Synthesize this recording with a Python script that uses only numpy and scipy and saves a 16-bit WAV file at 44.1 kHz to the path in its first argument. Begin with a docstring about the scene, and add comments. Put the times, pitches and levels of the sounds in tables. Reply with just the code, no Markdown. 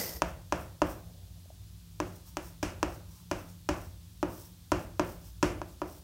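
"""Chalk taps and hisses across a blackboard as someone writes letters in a quiet classroom.
Each landing knocks the board into ringing; the tip then drags, and crumbs break off in a fine grit.
At the very start a hard, shrill scrape dies away.
Behind the writing sit a few soft bumps, one brush of a sleeve and the hum of the room."""
import sys
import numpy as np
from scipy import signal
from scipy.fft import rfft, irfft, next_fast_len
from scipy.io import wavfile

SR = 44100
rng = np.random.default_rng(int(sys.argv[2]) if len(sys.argv) > 2 else 0)


def pcm_store(signal):
    """Save signal as 16-bit PCM."""
    levels = np.round(np.clip(np.atleast_2d(signal), -1, 1) * 32767)
    wavfile.write(sys.argv[1], SR, levels.astype(np.int16).T)


N = 266231
TIME = np.arange(N) / SR
TOP_HZ = 15900

# the chalk lands and draws: (time [s], tap level [dB], hardness [dB], panel ring [dB],
# first push [dB], drag length [s], drag level [dB])
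STROKES = [ (0.2205, 1, -1.5, -7.5, 3, 0.081, -53.5), (0.5241, 2, -3, -5, -1, .11, -53.5),
           (0.8188, 4.5, -7, -2, -1, .11, -50), (2.002, -4, -1, 1.5, 1, 0.094, -58),
           (2.3702, -8, 4, -2, 1, .12, -51.5), (2.6286, -2, 7.5, 0, -13, .11, -66),
           (2.8296, 0, -1, -1.5, 2, 0.14, -55), (3.3137, -2, 2, -1.5, -4, 0.12, -57.5),
           (3.6898, 2, 0.5, -2, -4.5, 0.19, -56.5), (4.229, -1, -7.5, 3, -1.5, .25, -50.5),
           (4.7191, 2.5, -0.5, 0.5, -2.5, 0.13, -55), (4.996, 2, -3.5, 0, -1, .15, -52.5),
           (5.428, 4, 4, 3.5, -6.5, .09, -62), (5.6168, -12, -8.5, -1.5, 4, 0.12, -58),
           (5.8178, -5.5, -9.5, 2, -1, 0.17, -53.5)]


def chalk_taps(panel_hz=319, panel_octaves=0.55):
    """Each tap is coloured by how hard the chalk lands and how well that spot feeds the panel's ring."""
    # a harder landing adds treble and a little thump: (frequency [Hz], boost [dB per dB of hardness])
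    hardness_eq = [(100, 0.3), (320, 0), (1000, 0), (1700, 0.39), (2700, 0.67), (6200, 1), (12000, 1.1)]
    out, shared_tail = np.zeros(N), reverb(build_s=0.007)
    hz = np.geomspace(50, TOP_HZ, 24)
    panel_band = np.exp(-(np.log2(hz / panel_hz) / panel_octaves) ** 2)
    for start, db, hardness, panel_db, push_db, _, _ in STROKES:
        tint_db = hardness * curve_at(hardness_eq, hz) + panel_db * panel_band
        tap = board_knock(shared_tail, push_db)
        add(out, start, amp(db) * causal_eq(tap, list(zip(hz, tint_db))))
    return out


def board_knock(shared_tail, push_db, chatter_db=-8, chatter_s=0.0014, spread_s=0.003425, shared=0.33):
    """One landing: a sharp push and a brief chatter of the tip, then board and room ring on."""
    # tone of the tip hitting the board: (frequency [Hz], level [dB])
    contact_eq = [(40, -25), (150, 6.5), (400, 10), (1000, 14), (1400, 8.5), (2080, -6.5), (2550, 3),
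                  (3900, -12.5), (5500, -4), (7000, -8.5), (9000, -17.5), (12000, -20.5), (16000, -19)]
    # modes of the chalk and of the board: (frequency [Hz], level [dB], t60 [s])
    tip_modes = [(5780, -58, 0.013), (6280, -33.5, 0.0052), (8100, -47, 0.008)]
    board_modes = [(58.7, -50.5, 0.65), (98.65, -43.5, 0.667), (174.8, -46, 0.7), (308.8, -24.5, 0.11),
                   (360.1, -29, 0.16), (511.4, -45, 0.43), (571.6, -30, 0.087), (632.5, -61, 0.042),
                   (768, -58, 0.16), (948, -37.5, 0.086), (1243, -44.5, 0.045), (1690, -38.5, 0.026)]
    # reflections off the writer, the board's frame and the walls: (delay [s], level [dB])
    echoes = [(.0029, -20), (.0049, -13.5), (.0058, -31), (.047, -34), (.053, -24), (0.073, -33.5),
              (.076, -30), (.095, -30)]
    # tone of the diffuse ring of board and room: (frequency [Hz], level [dB])
    tail_eq = [(30, 13), (65, 22), (130, 13.5), (230, 7.5), (340, 17), (440, 6.5), (580, 13.5), (750, 7.5),
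               (1100, 6), (1600, 2), (2000, -3), (2750, -2), (3800, -15), (5800, -10), (9000, -20),
               (16000, -31)]
    size = len(shared_tail)
    t = np.arange(size) / SR
    push = amp(push_db) * signal.unit_impulse(size)
    for delay, db in echoes:
        add(push, delay, amp([db]))
    chatter = rng.standard_normal(size) * t * np.exp(-t / chatter_s)
    force = push + amp(chatter_db) * chatter / np.linalg.norm(chatter)
    tip = signal.fftconvolve(force, ringing(tip_modes, t))[:size]
    # the panel springs back once the bending wave has spread
    panel = -ringing(board_modes, np.maximum(t - spread_s, 0))
    # the hand moves little, so part of the tail repeats from tap to tap
    tail = np.sqrt(shared) * shared_tail + np.sqrt(1 - shared) * reverb(build_s=0.0053)
    return causal_eq(force, contact_eq) + tip + panel + causal_eq(tail, tail_eq)


def ringing(modes, t, spot_db=0.43):
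    """Decaying modes; each struck spot feeds them a little differently."""
    offsets_db = spot_db * rng.standard_normal(len(modes))
    return sum(amp(db + offset - 60 * t / t60) * np.sin(2 * np.pi * hz * t)
               for (hz, db, t60), offset in zip(modes, offsets_db))


def chalk_drags(settle_s=0.021, neutral_db=-54.5, brightening=0.2, trim_db=-2, flicker_db=1.5):
    """Gritty hiss swells and fades with the hand's speed; quick strokes are louder and brighter."""
    # the hand turns a corner and draws on without a tap: (time [s], drag length [s], drag level [dB])
    turns = [(2.113, .08, -55.5), (2.24, .076, -52), (3.05, 0.2, -57.5), (3.443, 0.1, -57),
             (5.183, .14, -55)]
    # tone of the dragging chalk: (frequency [Hz], level [dB])
    grit_eq = [(200, -44), (900, 11), (2000, -3.5), (4200, -1), (5600, 9), (7200, 3.5), (8500, 6),
               (10000, 2), (12500, 5), (15500, 7)]
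    # faint ring of the dragging stick: (frequency [Hz], width [Hz], level [dB])
    stick_peaks = [(5500, 660, 1), (8450, 700, 0.5), (14400, 1500, -1)]
    rasp_gain, fizz_gain = np.zeros((2, N))
    drags = [(landing + settle_s, length, db) for landing, *_, length, db in STROKES]
    for start, length, db in drags + list(turns):
        progress = np.clip((TIME - start) / length, 0, 1)
        speed = abs(np.sin(np.pi * progress ** 1.15)) ** 0.98  # fastest just past mid-stroke
        tilt_db = brightening * (db - neutral_db)
        rasp_gain += amp(db - tilt_db) * speed
        fizz_gain += amp(db + tilt_db) * speed
    grit = unit(shaped(crumbs(per_s=10000, spread_db=2), grit_eq, stick_peaks))
    rasp = signal.sosfiltfilt(signal.butter(4, 9500, fs=SR, output="sos"), grit)
    fizz = grit - rasp
    hiss = (rasp * rasp_gain + fizz * fizz_gain) * amp(trim_db + flicker_db * drift(hz=49.76))
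    return with_room(hiss, wet_db=-4, build_s=0.012)


def crumbs(per_s, spread_db):
    """Chalk crumbs break off as random clicks, most small and a few large."""
    sizes = amp(spread_db * np.minimum(rng.exponential(1, N), 4))
    return unit(sizes * rng.standard_normal(N) * (rng.random(N) < per_s / SR))


def hard_scrape(start_db=-33.5, fade_db_per_s=72.5, fast_fade_s=0.17, fast_fade_db_per_s=220):
    """A shrill scrape, ringing in the stick's resonances, dies away steadily, then fades faster."""
    # broad tone of the scrape: (frequency [Hz], level [dB])
    scrape_eq = [(60, 1), (175, 15), (300, 7), (520, 13.5), (800, 5), (1500, -1.5), (3600, -4), (5400, 1.5),
                 (7500, -1.5), (10000, -4), (12500, -2), (16000, -5)]
    # resonances of the stick: (frequency [Hz], width [Hz], level [dB])
    stick_peaks = [(1980, 200, 9), (4720, 330, 7), (5330, 220, 11), (5980, 300, 6), (6750, 300, 3),
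                   (8600, 460, 4), (10730, 340, 3.3), (11980, 230, 10.5), (12500, 350, 10), (13700, 330, 6),
                   (13400, 260, 4), (14300, 300, 7), (15200, 260, 6)]
    shrill = unit(shaped(crumbs(per_s=9700, spread_db=0.5), scrape_eq, stick_peaks))
    level_db = start_db - fade_db_per_s * TIME - fast_fade_db_per_s * np.maximum(TIME - fast_fade_s, 0)
    flicker_db = 0.1 * drift(hz=91)
    return shrill * amp(level_db - flicker_db)


def soft_bumps(rise_cycles=0.95):
    """Dull blows between the taps swell and die within a few cycles."""
    # one low or mid tone per bump: (time [s], level [dB], frequency [Hz])
    bumps = [(0.139, -39.5, 69.5), (1.055, -42, 88.5), (1.457, -54, 600), (1.503, -44, 650),
             (3.201, -57, 1090), (3.863, -36, 82)]
    out, t = np.zeros(N), np.arange(8192) / SR
    for start, db, hz in bumps:
        age = t * hz / rise_cycles
        add(out, start, amp(db) * age * np.exp(1 - age) * np.sin(2 * np.pi * hz * t))
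    return with_room(out, wet_db=-9, build_s=0.0049)


def sleeve_rustle(start_s=1.03, peak_db=-65.5, rise_s=0.093, fade_db_per_s=45, flutter_db=3):
    """Cloth brushes once, softly, as the arm moves on to the next letter."""
    # tone of the cloth: (frequency [Hz], level [dB])
    cloth_eq = [(150, -9), (450, 2), (720, 8.5), (1100, -15), (2200, -29), (8000, -34)]
    age = TIME - start_s
    level_db = peak_db - fade_db_per_s * np.maximum(age - rise_s, 0) + flutter_db * drift(hz=25)
    cloth = unit(shaped(rng.standard_normal(N), cloth_eq))
    return cloth * amp(level_db) * np.clip(age / rise_s, 0, 1)


def room_tone(air_db=-52, waver=0.69, wander_rad=0.95):
    """A bed of low rumble and thin hiss under a wavering hum."""
    # tone of the quiet room: (frequency [Hz], relative level [dB])
    air_eq = [(20, -19), (35, -21), (55, -3), (72, -5), (100, -0.5), (135, -17.5), (170, -8), (210, -22.5),
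              (300, -25), (450, -35), (1000, -37), (2200, -39.5), (3500, -32.5), (6000, -34.5), (9000, -37),
              (16000, -37)]
    # partials of the hum: (frequency [Hz], level [dB])
    hum_partials = [(58.4, -58), (97, -59.5), (171, -64.5)]
    bed = amp(air_db) * unit(shaped(rng.standard_normal(N), air_eq))
    for hz, db in hum_partials:
        gain = amp(db) * np.sqrt(2) * (1 + waver * drift(hz=1.4))
        bed += gain * np.sin(2 * np.pi * hz * TIME + wander_rad * drift(hz=4.2))
    return bed


def reverb(build_s, size=32768):
    """Dense reflections build up, then each band dies at its own rate."""
    # decay of the diffuse ring: (frequency [Hz], t60 [s])
    decay_times = [(60, 0.8), (300, 0.49), (1000, 0.45), (2700, 0.42), (6000, 0.28), (14000, 0.55)]
    hz, t, bands = signal.stft(rng.standard_normal(size), SR, nperseg=256)
    t60 = np.maximum(curve_at(decay_times, hz), 0.02)[:, None]
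    equal_energy = np.sqrt(np.log(10 ** 6) / (t60 * SR))
    tail = signal.istft(bands * amp(-60 * t / t60) * equal_energy, SR, nperseg=256)[1][:size]
    return tail * (1 - np.exp(-(np.arange(size) / SR / build_s) ** 2))


def with_room(x, wet_db, build_s):
    """The direct sound plus the classroom's reverb."""
    return x + amp(wet_db) * signal.fftconvolve(x, reverb(build_s))[:N]


def causal_eq(x, curve, size=4096):
    """Minimum-phase EQ: nothing rings ahead of the hit."""
    log_gain = np.log(amp(curve_at(curve, abs(np.fft.fftfreq(size, 1 / SR)))))
    impulse = np.fft.ifft(np.exp(np.conj(signal.hilbert(log_gain)))).real
    return signal.fftconvolve(x, impulse[:size // 2])[:len(x)]


def shaped(x, curve, peaks=()):
    """Gives a steady sound a broad EQ curve plus resonant peaks."""
    size = next_fast_len(N)
    hz = np.fft.rfftfreq(size, 1 / SR)
    resonance = sum(amp(db) ** 2 / (1 + (2 * (hz - f) / width) ** 2) ** 2 for f, width, db in peaks)
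    power = amp(curve_at(curve, hz)) ** 2 + resonance
    return irfft(rfft(x, size) * np.sqrt(power), size)[:N]


def drift(hz):
    """Smooth random modulation of rms 1, rolling off around hz."""
    size = next_fast_len(N)
    lowpass = np.exp(-(np.fft.rfftfreq(size, 1 / SR) / hz) ** 2)
    return unit(irfft(rfft(rng.standard_normal(size)) * lowpass, size)[:N])


def curve_at(curve, hz):
    """Reads a curve along a log-frequency axis."""
    knots_hz, values = np.transpose(curve)
    return np.interp(np.log(hz + 1), np.log(knots_hz + 1), values)


def add(mix, start_s, sound):
    """Lays a sound into the mix."""
    part = mix[max(round(start_s * SR), 0):][:len(sound)]
    part += sound[:len(part)]


def amp(db):
    """Decibels to gain."""
    return 10 ** (np.asarray(db) / 20)


def unit(x):
    """Scales to an rms of 1."""
    return x / np.sqrt(np.mean(x ** 2) + 1e-20)


def scene():
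    """The writing and its background, mixed in mono."""
    writing = chalk_taps() + chalk_drags() + hard_scrape()
    return (writing + soft_bumps() + sleeve_rustle() + room_tone())[None]


def record(dry):
    """Trims the deepest bass and the very top of the treble."""
    low_cut = signal.butter(3, 38, "high", fs=SR, output="sos")
    high_cut = signal.firwin(511, TOP_HZ, window=("kaiser", 9), fs=SR)
    return signal.oaconvolve(signal.sosfilt(low_cut, dry), high_cut[None], "same")


dry = scene()
out = record(dry)
pcm_store(out)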